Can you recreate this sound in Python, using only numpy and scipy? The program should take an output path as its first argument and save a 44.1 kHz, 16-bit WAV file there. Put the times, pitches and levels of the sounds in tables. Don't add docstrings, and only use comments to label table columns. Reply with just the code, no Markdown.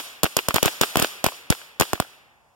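import sys
import numpy as np
from scipy import signal
from scipy.io import wavfile
from scipy.ndimage import uniform_filter1d

SR = 44100
rng = np.random.default_rng(int(sys.argv[2]) if len(sys.argv) > 2 else 0)


def magnitude_from_level(level_db):
    exponent = np.asarray(level_db, float) / 20
    return 10 ** exponent


def int16_out(signal):
    q = np.round(np.clip(np.atleast_2d(signal).T, -1, 1) * 32767)
    wavfile.write(sys.argv[1], SR, q.astype(np.int16))


N = 112454
RUN_IN = 4410

# (time [s], charge level [dB], height at the overloaded ports [dB],
# shove on both ports [amplitude], shove on left against right [amplitude])
BLASTS = [(-0.03, -15, 29, 0, 0), (0.2327, -20.5, -4.5, 0.043, 0.052), (0.2411, -23.5, -7, -0.085, 0.052),
          (0.367, -18.5, -6, 0.0012, 0.031), (0.485, -21.5, -6, 0.064, -0.045),
          (0.542, -16.5, -12.5, 0.052, -0.085), (0.56, -22, -5, -0.047, 0.015),
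          (0.6281, -16.5, -7.5, -0.02, -0.02), (0.6572, -15.5, -10.5, -0.017, -0.096),
          (0.812, -12, -7.5, -0.013, -0.066), (0.957, -31, -2, -0.032, -0.028),
          (0.9698, -17, -10, -0.045, 0.065), (0.997, -18.5, -10.5, -0.045, -0.01),
          (1.0231, -17, -10, -0.035, 0.0063), (1.2415, -18, -7, -0.025, 0.016),
          (1.2635, -25, -6, 0.077, 0.039), (1.502, -19, -7, 0.15, 0.14),
          (1.7986, -16.5, -9, -0.037, -0.063), (1.81, -27.5, 0.5, 0.094, 0.04),
          (1.9325, -30, -4, 0.049, -0.064), (2.0004, -28, -3, -0.079, 0.019)]


def band(x, low_hz, high_hz):
    return signal.sosfilt(signal.butter(2, [low_hz, high_hz], "band", fs=SR, output="sos"), x)


def rms_one(x):
    return x / np.sqrt(np.mean(x ** 2) + 1e-20)


def at_hz(points, hz):
    table_hz, values = np.transpose(points)
    return np.interp(np.log(hz), np.log(table_hz), values)


def late(x, s):
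    n = np.arange(len(x))
    return np.interp(n - s * SR, n, x, left=0)


def silence():
    return np.zeros((2, N + RUN_IN))


def clock(length_s):
    return np.arange(int(length_s * SR)) / SR


def add(out, piece, s):
    i = RUN_IN + int(round(s * SR))
    out[:, i:i + piece.shape[1]] += piece[:, :out.shape[1] - i]


def dying(power, t60):
    return signal.lfilter([1], [1, -magnitude_from_level(-120 / (t60 * SR))], power + 1e-18)


def wind():
    return magnitude_from_level(-83.5) * rms_one(band(rng.standard_normal((2, N + RUN_IN)), 50.4, 151))


def yard():
    # (frequency [Hz], relative level [dB])
    near_tone = [(100, -17.5), (300, 3), (800, -3.5), (1500, 1.5), (3000, 1.5), (6000, -11), (10000, -16),
                 (16000, -7.5)]
    far_tone = [(100, -21.5), (300, -13.5), (800, -5), (1500, -2), (3000, 6), (6000, 6), (10000, 6.5),
                (16000, -0.5)]
    air_tone = [(60, 11), (150, 5.5), (400, -13), (800, 7.5), (1500, -5.5), (3000, -13.5), (6000, -12),
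                (16000, -20.5)]
    # (frequency [Hz], time to fall 60 dB [s])
    far_decay = [(100, 2.4), (300, 2.4), (800, 1.1), (1800, 1.5), (4000, 0.72), (8000, 0.48), (14000, 0.63)]
    # (frequency [Hz], likeness [0-1])
    port_likeness = [(100, .95), (400, 0.78), (800, 0), (1600, 0), (3000, 0), (8000, 0.2)]
    near_db, far_db, air_db = -8, -25, -59
    near_hold_s, near_t60_s = 0.025, 0.052
    swell_s, swell_db, swell_cut_hz = 0.067, 4, 1570
    patch_db, patch_step = 0.8, 800

    size = N + RUN_IN
    charge = np.zeros((1, size))
    for s, charge_db, *_ in BLASTS:
        add(charge, np.array([[magnitude_from_level(2 * charge_db)]]), s + 0.0027)
    charge = charge[0]

    hold = int(near_hold_s * SR)
    held = np.maximum(np.convolve(charge, np.ones(hold))[:size], 0)
    near_power = held + dying(late(charge, hold / SR), near_t60_s)
    swell = magnitude_from_level(2 * swell_db) * uniform_filter1d(late(charge, swell_s), size=2001)

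    out = silence()
    edges = 45 * 2 ** np.arange(0, 8.7, 1 / 3)
    white = rng.standard_normal((2, 2, size))
    patch_at = np.arange(0, size, patch_step)
    for k, (low, high) in enumerate(zip(edges, edges[1:])):
        hz = np.sqrt(low * high)
        mid, side = band(white[k % 2], low, high)
        alike = at_hz(port_likeness, hz)
        patches = np.interp(np.arange(size), patch_at, rng.standard_normal(len(patch_at)))
        fed = charge + swell / (1 + (hz / swell_cut_hz) ** 2)
        far_level = far_db + at_hz(far_tone, hz) + patch_db * patches
        power = near_power * magnitude_from_level(2 * (near_db + at_hz(near_tone, hz)))
        power = power + dying(fed, at_hz(far_decay, hz)) * magnitude_from_level(2 * far_level)
        power = power + magnitude_from_level(2 * (air_db + at_hz(air_tone, hz)))
        ports = np.sqrt(1 + alike) * mid + np.sqrt(1 - alike) * side * [[1], [-1]]
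        out = out + np.sqrt(power) * ports
    return out


def far_slaps():
    # (time [s], level [dB], upper band edge [Hz])
    far_echoes = [(0.5334, -64, 5940), (0.8584, -44, 7100), (.868, -42, 5030), (1.0692, -37, 9000),
                  (1.32, -40, 2340), (1.549, -39, 6560), (1.615, -44.5, 2380), (1.852, -39, 3860),
                  (1.977, -46, 1930), (2.048, -48, 1930)]
    out, t = silence(), clock(0.006)
    gate = np.clip((0.003 - t) / 0.00017, 0, 1)
    for s, db, high_hz in far_echoes:
        first, second = rng.standard_normal((2, len(t)))
        noise = np.array([first + 0.5 * second, 1.5 * first])
        burst = band(noise * gate, 604, high_hz)
        add(out, magnitude_from_level(db) * rms_one(burst), s)
    return out


def slaps():
    # (level [dB], length [s], lower band edge [Hz], upper band edge [Hz])
    near_echoes = [(-9.5, 0.001, 1500, 8000), (-12.5, 0.00054, 1000, 6200), (-1.5, 0.0028, 450, 2820)]
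    echo_delays = [.0125, .0185, .0217]
    soft_s, spread_db = 0.0006, 1.5
    out, t = silence(), clock(0.006)
    for s, charge_db, *_ in BLASTS:
        for delay, (db, length, low_hz, high_hz) in zip(echo_delays, near_echoes):
            shared, own = rng.standard_normal(len(t)), rng.standard_normal((2, len(t)))
            gate = np.clip(np.minimum(length - t, t) / soft_s, 0, 1)
            burst = band((0.57 * shared + own) * gate, low_hz, high_hz)
            burst = burst / np.sqrt(2 * (high_hz - low_hz) / SR)
            strength_db = charge_db + db + spread_db * rng.standard_normal()
            add(out, burst * magnitude_from_level(strength_db), s + delay)
    return out


def shoves():
    shove_s, swing_hz, recover_hz = 0.0046, 135, 59.6
    both_db, against_db = 5.5, 3.5
    out, t = silence(), clock(shove_s)
    swing = np.sin(2 * np.pi * swing_hz * t) * np.clip((shove_s - t) / 0.00027, 0, 1)
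    for s, _, _, both, against in BLASTS:
        opposed = against * magnitude_from_level(against_db) * np.array([[1], [-1]])
        add(out, swing * (both * magnitude_from_level(both_db) + opposed), s)
    return signal.sosfilt(signal.butter(2, recover_hz, "high", fs=SR, output="sos"), out)


def blasts():
    push_s, left_leads_s = 0.00024, 0.00008
    bounce_s, bounce_db, grass_hz = 0.002654, -10, 1597
    rattle_s, rattle_db, wobble_db = 0.0046, -5, -4
    mean_charge_db, rattle_per_db, second_per_db = -17, 0.99, 0.6
    overdrive = 2
    out, t = silence(), clock(0.008)

    pulse = (1 - t / push_s) * np.exp(-t / push_s)
    bounce = signal.lfilter(*signal.butter(2, grass_hz, fs=SR), late(pulse, bounce_s))
    pulse = pulse + magnitude_from_level(bounce_db) * bounce
    pulses = np.array([pulse, late(pulse, left_leads_s)])

    gate = np.clip((rattle_s - t) / 0.0003, 0, 1) * (0.62 + 0.68 * np.cos(2 * np.pi * t / bounce_s))
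    slope = rattle_per_db + second_per_db * (t > bounce_s / 2)
    for s, charge_db, height_db, _, _ in BLASTS:
        shared, own = rng.standard_normal(len(t)), rng.standard_normal((2, len(t)))
        rattle = rms_one(band(0.39 * shared + own, 600, 15000))
        wobble = rms_one(band(own, 185, 740))
        excess_db = min(charge_db - mean_charge_db, 3.0)
        rattle = gate * (rattle + magnitude_from_level(wobble_db) * wobble) * magnitude_from_level(rattle_db + slope * excess_db)
        add(out, magnitude_from_level(height_db) * np.tanh(overdrive * (pulses + rattle)), s)
    return out


def scene():
    return (wind() + yard() + far_slaps() + slaps() + shoves() + blasts())[:, RUN_IN:]


def roll_off(x):
    return signal.sosfilt(signal.butter(12, 17040, fs=SR, output="sos"), x)


def record(dry):
    cross_share = [
        [0.59],
        [0.7],
    ]
    port_gap_s, bass_lift_hz, bass_lift_db, ceiling = 0.000461, 400, 6, 1.7
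    crossed = [late(dry[1], port_gap_s), late(dry[0], port_gap_s)]
    crossed = signal.lfilter(*signal.butter(1, 5500, fs=SR), crossed)
    x = dry - np.array(cross_share) * crossed
    x = signal.lfilter(*signal.butter(2, 62, "high", fs=SR), x)
    r = np.exp(-2 * np.pi * bass_lift_hz / SR)
    bass = signal.lfilter([1 - r], [1, -r], x)
    x = x + (magnitude_from_level(bass_lift_db) - 1) * bass
    x = ceiling * np.tanh(x / ceiling)
    x = signal.sosfilt(signal.cheby2(12, 50, 16800, fs=SR, output="sos"), x)
    return roll_off(x)


dry = scene()
out = record(dry)
int16_out(out)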